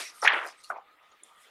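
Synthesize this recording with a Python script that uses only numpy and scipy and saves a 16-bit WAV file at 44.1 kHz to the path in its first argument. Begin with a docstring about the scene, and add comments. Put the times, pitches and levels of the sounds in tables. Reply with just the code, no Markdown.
"""First a bright crackle and hiss: a hand turns one stiff glossy page of a hardcover book, heard close up.
The sheet buckles in dense dull crackles (short random rings) and loud pops (single swelling rings), slides
over fingers and pages with a thin hiss (high rings) and rubs (narrow noise), then settles. A finger ticks
on the gloss (small rings), the page edge clicks (band-limited impulses), sparse echoes answer, and the
quiet room lies behind as patchy noise with a fuzzy band."""
import sys
import numpy as np
from scipy import signal
from scipy.io import wavfile
from scipy.ndimage import uniform_filter1d

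SR = 44100
rng = np.random.default_rng(int(sys.argv[2]) if len(sys.argv) > 2 else 0)


def ratio_of_db(decibels):
    """Turn decibels (scalar or array-like) into linear amplitude factors; 0 dB maps to 1."""
    return 10 ** (np.asarray(decibels, float) / 20)


def to_wav(sig):
    """Store sig (one row per channel, or 1-D mono) as 16-bit WAV at the path in sys.argv[1].

    Samples outside -1..1 are clipped; the rate is SR.
    """
    pcm = np.clip(np.atleast_2d(sig), -1, 1) * 32767
    pcm = np.round(pcm).astype(np.int16)
    wavfile.write(sys.argv[1], SR, pcm.T)  # frames by channels


N = 66150  # samples, 1.5 s

# bending sheet, one list per passage: t/s, level/dB, crackle centre/octaves above 1 kHz, spread/octaves
BUCKLING = [
    [(0, -36, 1.56, 1.94), (.03, -43.5, 1.46, 1.47), (.07, -59, 1.7, 1.76), (.12, -58, 1.2, 1.9),
     (.16, -64, 1.1, 1.8), (.21, -58.5, 2.3, 0.79)],
    [(.221, -68, 0.24, 1.1), (.227, -29.5, 0.051, 0.94), (.243, -31, 0.61, 0.95), (.255, -23.5, 0.97, 1.23),
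     (.268, -27, .9, 1.1), (.273, -30, .7, .9), (.279, -28, 1.3, .9), (.286, -21, 1.2, .85),
     (.3, -25.5, 0.99, 0.95), (.34, -26.5, 0.8, 1.17), (.4, -32, 0.76, 0.98), (.465, -39, 0.43, 1.14),
     (.51, -50.5, 0.72, 1.2), (.555, -61.5, 1.04, 1.15), (.6, -65, 0.91, 0.61)],
    [(.694, -68.5, -0.12, 0.73), (.701, -39, 0.34, 0.8), (.715, -41.5, 0.25, 1.22),
     (.734, -43.5, 0.0066, 0.73), (.75, -44, -.1, 0.52), (.765, -45.5, -0.13, 0.41),
     (.786, -49, 0.037, 0.7), (.802, -56, 0.31, 0.67), (.86, -79, -0.068, 0.77)],
]
# gloss on skin and paper, one list per passage: t/s, lower band level/dB, upper band level/dB
SLIDING = [
    [(0.0, -44.5, -43.5), (0.048, -48, -49.5), (0.054, -48, -51), (0.098, -50.5, -58.5), (0.13, -68, -70.5),
     (0.148, -60.5, -65), (0.208, -69, -60.5), (0.216, -56.5, -55), (0.244, -37.5, -48),
     (0.262, -39.5, -79), (0.268, -50, -50.5), (0.278, -37.5, -65), (0.286, -53, -100), (0.29, -68.5, -91),
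     (0.308, -66, -97), (0.314, -73, -109), (0.334, -66, -60.5), (0.426, -64, -68), (0.47, -58, -54.5),
     (0.502, -56, -62.5), (0.56, -73, -77.5), (0.588, -70, -74), (0.616, -61, -69), (0.628, -72.5, -75),
     (0.64, -56.5, -54.5), (0.672, -64.5, -68), (0.704, -70, -58), (0.758, -83, -100),
     (0.778, -73.5, -103.5), (0.8, -84.5, -98)],
    [(1.03, -78.5, -99.5), (1.11, -79, -84), (1.17, -79.5, -87.5), (1.228, -89, -90.5), (1.24, -76, -70.5),
     (1.27, -72, -67.5), (1.33, -79, -77), (1.37, -85.5, -73), (1.428, -71.5, -63), (1.5, -75, -81)],
]
# colour of the sliding hiss, lower and upper band: f/Hz, relative density/dB per Hz
SLIDE_LOW_COLOUR = [(2240, -36), (3800, 1), (4400, -2), (4830, 0), (5240, 0), (5560, -0.5), (6560, -3),
                    (6810, -12), (7200, -8.5), (9360, -31), (15800, -120)]
SLIDE_HIGH_COLOUR = [(4120, -31.5), (7000, -3), (8430, -1), (9350, 0), (10900, -5.5), (12800, -12.5),
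                     (13500, -16.5), (15100, -29.5), (15500, -38.5)]
# squeaky rubs and soft brushes: peak t/s, half length/s, level/dB, f/Hz, width/Hz
RUB_SWELLS = [(0.038, 0.059, -45, 2260, 730), (0.067, 0.038, -48, 5630, 496), (0.157, 0.06, -60, 1280, 200),
              (0.163, 0.024, -61, 9050, 600), (0.173, 0.033, -61.5, 11320, 1490),
              (0.198, 0.013, -52.5, 8800, 500), (0.231, 0.0092, -42.5, 5430, 398.4),
              (0.241, 0.016, -45, 9780, 802), (0.343, 0.021, -50.5, 300, 158),
              (0.493, 0.025, -55.5, 5030, 400), (0.594, 0.018, -63.5, 8320, 502),
              (0.664, 0.021, -58.5, 4350, 450), (0.696, .012, -62, 5540, 300),
              (0.765, 0.016, -56.5, 2170, 503), (1.435, 0.02, -73, 5230, 500),
              (0.992, .015, -69, 2090, 500), (1.124, 0.0092, -65.5, 3350, 1813),
              (1.295, .02, -68, 3330, 496), (1.465, 0.027, -64.5, 3300, 700),
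              (1.241, 0.025, -68.5, 331, 201), (1.313, 0.028, -62, 877, 247), (1.477, 0.023, -67, 481, 200)]
# colour of the room's hiss: f/Hz, relative density/dB per Hz
ROOM_COLOUR = [(40, -68), (150, -42), (241, -19), (461, -14), (523, -10), (840, -10.5), (1160, -9),
               (1780, -12), (1960, -8.5), (2710, -13.5), (3400, -12), (5590, -34), (7180, -31), (7930, -32),
               (15600, -34)]
# drift of the room tone: t/s, hiss level/dB, fuzzy band level/dB
ROOM_DRIFT = [(.84, -66, -64.5), (.92, -63.5, -65), (.98, -64, -70.5), (1.02, -64, -64),
              (1.075, -63.5, -67), (1.12, -65.5, -60.5), (1.2, -63.5, -72.5), (1.27, -62.5, -73.5),
              (1.31, -64, -65), (1.39, -62.5, -62), (1.5, -60.5, -78.5)]
# dry ticks on the gloss: peak t/s, peak level/dB, f/Hz, t60/s
GLOSS_TICKS = [(0.2191, -32, 5700, 0.01), (0.4735, -42, 5100, 0.021), (.6395, -48, 4300, .015),
               (0.6455, -41, 4270, 0.012), (0.6505, -46, 4250, .012), (0.645, -50, 2810, 0.033),
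               (1.118, -59, 6735, 0.032), (1.235, -38, 9470, 0.0088), (1.2375, -41.5, 7240, 0.0068),
               (1.2415, -51, 9700, 0.0088), (1.246, -53, 9130, 0.015)]
# sheet popping through a bend: peak t/s, peak level/dB, f/Hz, rise/s, t60/s, glide/octaves over the rise
SHEET_POPS = [(0.2282, -22.5, 1312, 0.0033, 0.027, 0.093), (.229, -27, 550, 0.0026, 0.03, 0.),
              (.2515, -22, 805, 0.0034, 0.05, 0), (.256, -19, 1847, 0.0016, .015, 0.013),
              (0.2628, -9.5, 2223, 0.00059, 0.0032, 0.03), (0.267, -15, 1460, .001, 0.0075, 0.0074),
              (.27545, -5.5, 1700, .0007, .016, 0.), (.2771, -3.5, 2300, .0005, .009, .12),
              (.2785, -13, 3100, .0008, .012, .15), (.280, -13, 1850, .0012, .01, 0.),
              (.283, -15, 2200, .001, .015, 0.), (0.3184, -27, 1720, 0.00098, 0.0066, 0.04),
              (0.3775, -21, 1390, 0.0015, 0.0025, 0.2), (.7037, -21, 1400, .0018, .016, .1),
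              (.705, -28, 700, .003, .016, 0.), (.7105, -24.5, 1250, .0012, .014, 0.),
              (0.7244, -31, 1170, 0.002, 0.014, 0.033), (.763, -35.5, 804, 0.0021, 0.017, 0),
              (.768, -33, 785, 0.00094, 0.0079, 0.098), (.781, -39.5, 803, .002, 0.037, 0.),
              (.787, -35, 808, 0.0027, .012, 0.)]
# bare clicks of the page edge: peak t/s, peak level/dB, low edge f/Hz, high edge f/Hz
EDGE_CLICKS = [(.2751, -33, 3500, 13000), (.2771, -28, 3500, 14000), (.2628, -44, 11000, 15000),
               (.3341, -46, 6500, 11000), (.4663, -35, 8500, 15000), (.474, -33, 3000, 7500),
               (.487, -34, 4500, 9000), (.6388, -44, 3500, 12000), (1.2356, -36, 6500, 10500)]

# grains: cycles in a ring, rings per second over all pitches, unevenness of their strength in dB
FLEX_CYCLES, FLEX_PER_S, FLEX_UNEVEN_DB = 9, 8000, 2.8
SLIDE_CYCLES, SLIDE_PER_S, SLIDE_UNEVEN_DB = 45, 14000, 2
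FLEX_TOP_SHARE = 0.55  # spread above the crackle's centre, as a share of that below
FUZZ_HZ, FUZZ_WIDTH_HZ, PATCHY_DB = 1240, 68, 3.5
TICK_RISE_S = 0.0008
ECHO_DB, ECHO_T60_S, ECHO_TOP_HZ = -18, 0.25, 5000
PULSE_S, PULSE_DB, PULSE_LEN_S = 0.276, -46, 0.004
PAGE_LOW_HZ = 254  # the page sounds are cut below this


def evened(x):
    """Scales to rms 1."""
    return x / np.sqrt(np.mean(x ** 2) + 1e-20)


def read(points, hz):
    """Reads a spectrum table on a log-frequency axis."""
    f, value = np.transpose(points)
    return np.interp(np.log(hz + 1), np.log(f + 1), value)


def curve(rows):
    """A gate that fades over 20 ms outside a curve table, and the table's columns at every sample."""
    t, rows = np.arange(N) / SR, np.array(rows)
    inside = np.minimum(t - rows[0, 0], rows[-1, 0] - t)
    gate = np.clip(1 + inside / 0.02, 0, 1)
    return gate, [np.interp(t, rows[:, 0], column) for column in rows.T[1:]]


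def add(mix, s, sound):
    """Mixes a sound in at time s."""
    part = mix[round(s * SR):][:len(sound)]
    part += sound[:len(part)]


def grains(pitches_hz, weights, cycles, per_s, uneven_db):
    """Random short rings at many pitches; weights (pitch x time) set the colour; expected rms 1."""
    out = np.zeros(N)
    weights = weights / np.sqrt((weights ** 2).sum(0))
    chance = per_s / len(pitches_hz) / SR
    for hz, weight in zip(pitches_hz, weights):
        u = np.arange(int(cycles * SR / hz)) / SR * hz / cycles  # 0 to 1 through the ring
        ring = np.sin(np.pi * u) ** 2 * np.exp(-2 * u) * np.sin(2 * np.pi * cycles * u)
        lead = len(ring)  # a run-in, so rings already sound at the start
        hit, size, sign = rng.random((3, N + lead))
        strength = ratio_of_db(-uneven_db * np.log(np.maximum(size, 0.02)))
        train = (hit < chance) * strength * np.sign(sign - 0.5)
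        weight = np.pad(weight * np.ones(N), (lead, 0), "edge")
        rings = signal.oaconvolve(weight * evened(train), ring / np.linalg.norm(ring))
        out += rings[lead:][:N]
    return out


def burst(db, hz, rise, t60, glide=0.0):
    """A ring that swells to its peak and dies away, its pitch gliding through the peak."""
    t = np.arange(-3 * rise, t60, 1 / SR)
    shape = np.where(t < 0, np.exp(-(t / rise) ** 2), ratio_of_db(-60 * t / t60))
    turns = np.cumsum(hz * 2 ** (glide * np.tanh(t / rise))) / SR
    return ratio_of_db(db) * shape * np.cos(2 * np.pi * (turns - turns[np.argmax(shape)]))


def flex():
    """The bending sheet buckles in a crackle whose pitches cluster round a moving centre."""
    hz = np.geomspace(150, 6500, num=30)
    level, weights = np.zeros(N), np.full((30, N), 1e-6)
    for rows in BUCKLING:
        gate, (db, centre, spread) = curve(rows)
        level += gate * ratio_of_db(db)
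        away = (np.log2(hz[:, None] / 1000) - centre) / np.maximum(spread, 0.2)
        away = np.where(away > 0, away / FLEX_TOP_SHARE, away)
        weights += gate * np.exp(-0.5 * away ** 2)
    return level * grains(hz, weights, FLEX_CYCLES, FLEX_PER_S, FLEX_UNEVEN_DB)


def slide():
    """Fine stick-slip squeaks of the gloss blend into hiss in a lower and an upper band."""
    out = np.zeros(N)
    for band, colour in enumerate((SLIDE_LOW_COLOUR, SLIDE_HIGH_COLOUR)):
        hz = np.geomspace(colour[0][0], colour[-1][0], num=36)
        # root of f turns density per Hz into weight per log-spaced pitch
        weights = (ratio_of_db(read(colour, hz)) * np.sqrt(hz))[:, None]
        level = np.zeros(N)
        for rows in SLIDING:
            gate, levels_db = curve(rows)
            level += gate * ratio_of_db(levels_db[band])
        out += level * grains(hz, weights, SLIDE_CYCLES, SLIDE_PER_S, SLIDE_UNEVEN_DB)
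    return out


def rubs():
    """Squeaky rubs and soft brushes as short swells of narrow noise."""
    out = np.zeros(N + SR)  # half a second spare at each end
    for s, half, db, hz, width_hz in RUB_SWELLS:
        t = np.arange(-2 * half, 2 * half, 1 / SR)
        edges = [hz - width_hz / 2, hz + width_hz / 2]
        band = signal.butter(2, edges, "band", fs=SR, output="sos")
        noise = evened(signal.sosfilt(band, rng.standard_normal(SR // 2)))[-len(t):]
        add(out, s - 2 * half + 0.5, ratio_of_db(db) * np.exp(-(t / half) ** 2) * noise)
    return out[SR // 2:][:N]


def room_tone():
    """Noise shaped into patchy low hiss, plus noise through one resonance as a fuzzy band."""
    frames, hz = N // 128 + 6, np.fft.rfftfreq(512, 1 / SR)
    real, imag, patches = rng.standard_normal((frames, 257, 3)).T
    patches = uniform_filter1d(patches, size=4, axis=0)  # over frequency
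    patches = evened(uniform_filter1d(patches, size=16, axis=1))  # over time
    colour = ratio_of_db(read(ROOM_COLOUR, hz)[:, None] + PATCHY_DB * patches)
    hiss = signal.istft((real + 1j * imag) * colour, nperseg=512, noverlap=384)[1]
    hiss = evened(hiss[:N])
    r = np.exp(-np.pi * FUZZ_WIDTH_HZ / SR)
    resonance = [1, -2 * r * np.cos(2 * np.pi * FUZZ_HZ / SR), r * r]
    fuzz = evened(signal.lfilter([1], resonance, rng.standard_normal(N)))
    hiss_db, fuzz_db = curve(ROOM_DRIFT)[1]
    return ratio_of_db(hiss_db) * hiss + ratio_of_db(fuzz_db) * fuzz


def ticks():
    """A finger ticks on the gloss in small, high, quickly damped rings."""
    out = np.zeros(N)
    for s, db, hz, t60 in GLOSS_TICKS:
        add(out, s - 3 * TICK_RISE_S, burst(db, hz, TICK_RISE_S, t60))
    return out


def pops():
    """The sheet pops through a bend in single damped rings, some gliding up."""
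    out = np.zeros(N)
    for s, db, hz, rise, t60, glide in SHEET_POPS:
        add(out, s - 3 * rise, burst(db, hz, rise, t60, glide))
    return out


def echo(x):
    """Sparse random reflections from table and walls, duller than the direct sound."""
    taps = np.zeros(SR // 2)
    at = np.arange(200, SR // 2 - 20, 20)
    at = at + rng.integers(0, 20, len(at))
    taps[at] = rng.choice([-1.0, 1.0], len(at)) * ratio_of_db(-60 * at / SR / ECHO_T60_S)
    taps = signal.lfilter(*signal.butter(1, ECHO_TOP_HZ, fs=SR), taps)
    return ratio_of_db(ECHO_DB) * signal.fftconvolve(x, taps / np.linalg.norm(taps))[:N]


def clicks():
    """Bare clicks of the page edge as band-limited impulses."""
    out = np.zeros(N)
    for s, db, low_hz, high_hz in EDGE_CLICKS:
        click = signal.firwin(45, [low_hz, high_hz], pass_zero=False, fs=SR)
        add(out, s - 22 / SR, ratio_of_db(db) * click / click.max())  # peaks at its middle sample
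    return out


def low_pulse():
    """A faint, smooth low pulse under the biggest pop."""
    out = np.zeros(N)
    pulse = np.hanning(int(PULSE_LEN_S * SR))
    add(out, PULSE_S - PULSE_LEN_S / 2, ratio_of_db(PULSE_DB) * pulse)
    return out


def scene():
    """Page, fingers and the echo of the snaps, thin in the bass; the room tone and one faint low pulse."""
    snaps = ticks() + pops() + clicks()
    page = flex() + slide() + rubs() + snaps + echo(snaps)
    bass_cut = signal.butter(4, PAGE_LOW_HZ, "high", fs=SR, output="sos")
    mix = signal.sosfilt(bass_cut, page) + room_tone() + low_pulse()
    return mix[None]


def low_pass(x):
    """Removes everything above the highest recorded frequency."""
    return signal.sosfilt(signal.butter(12, 15710, fs=SR, output="sos"), x)


def record(dry):
    """Delivers the finished mix."""
    return low_pass(dry)


dry = scene()
out = record(dry)
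to_wav(out)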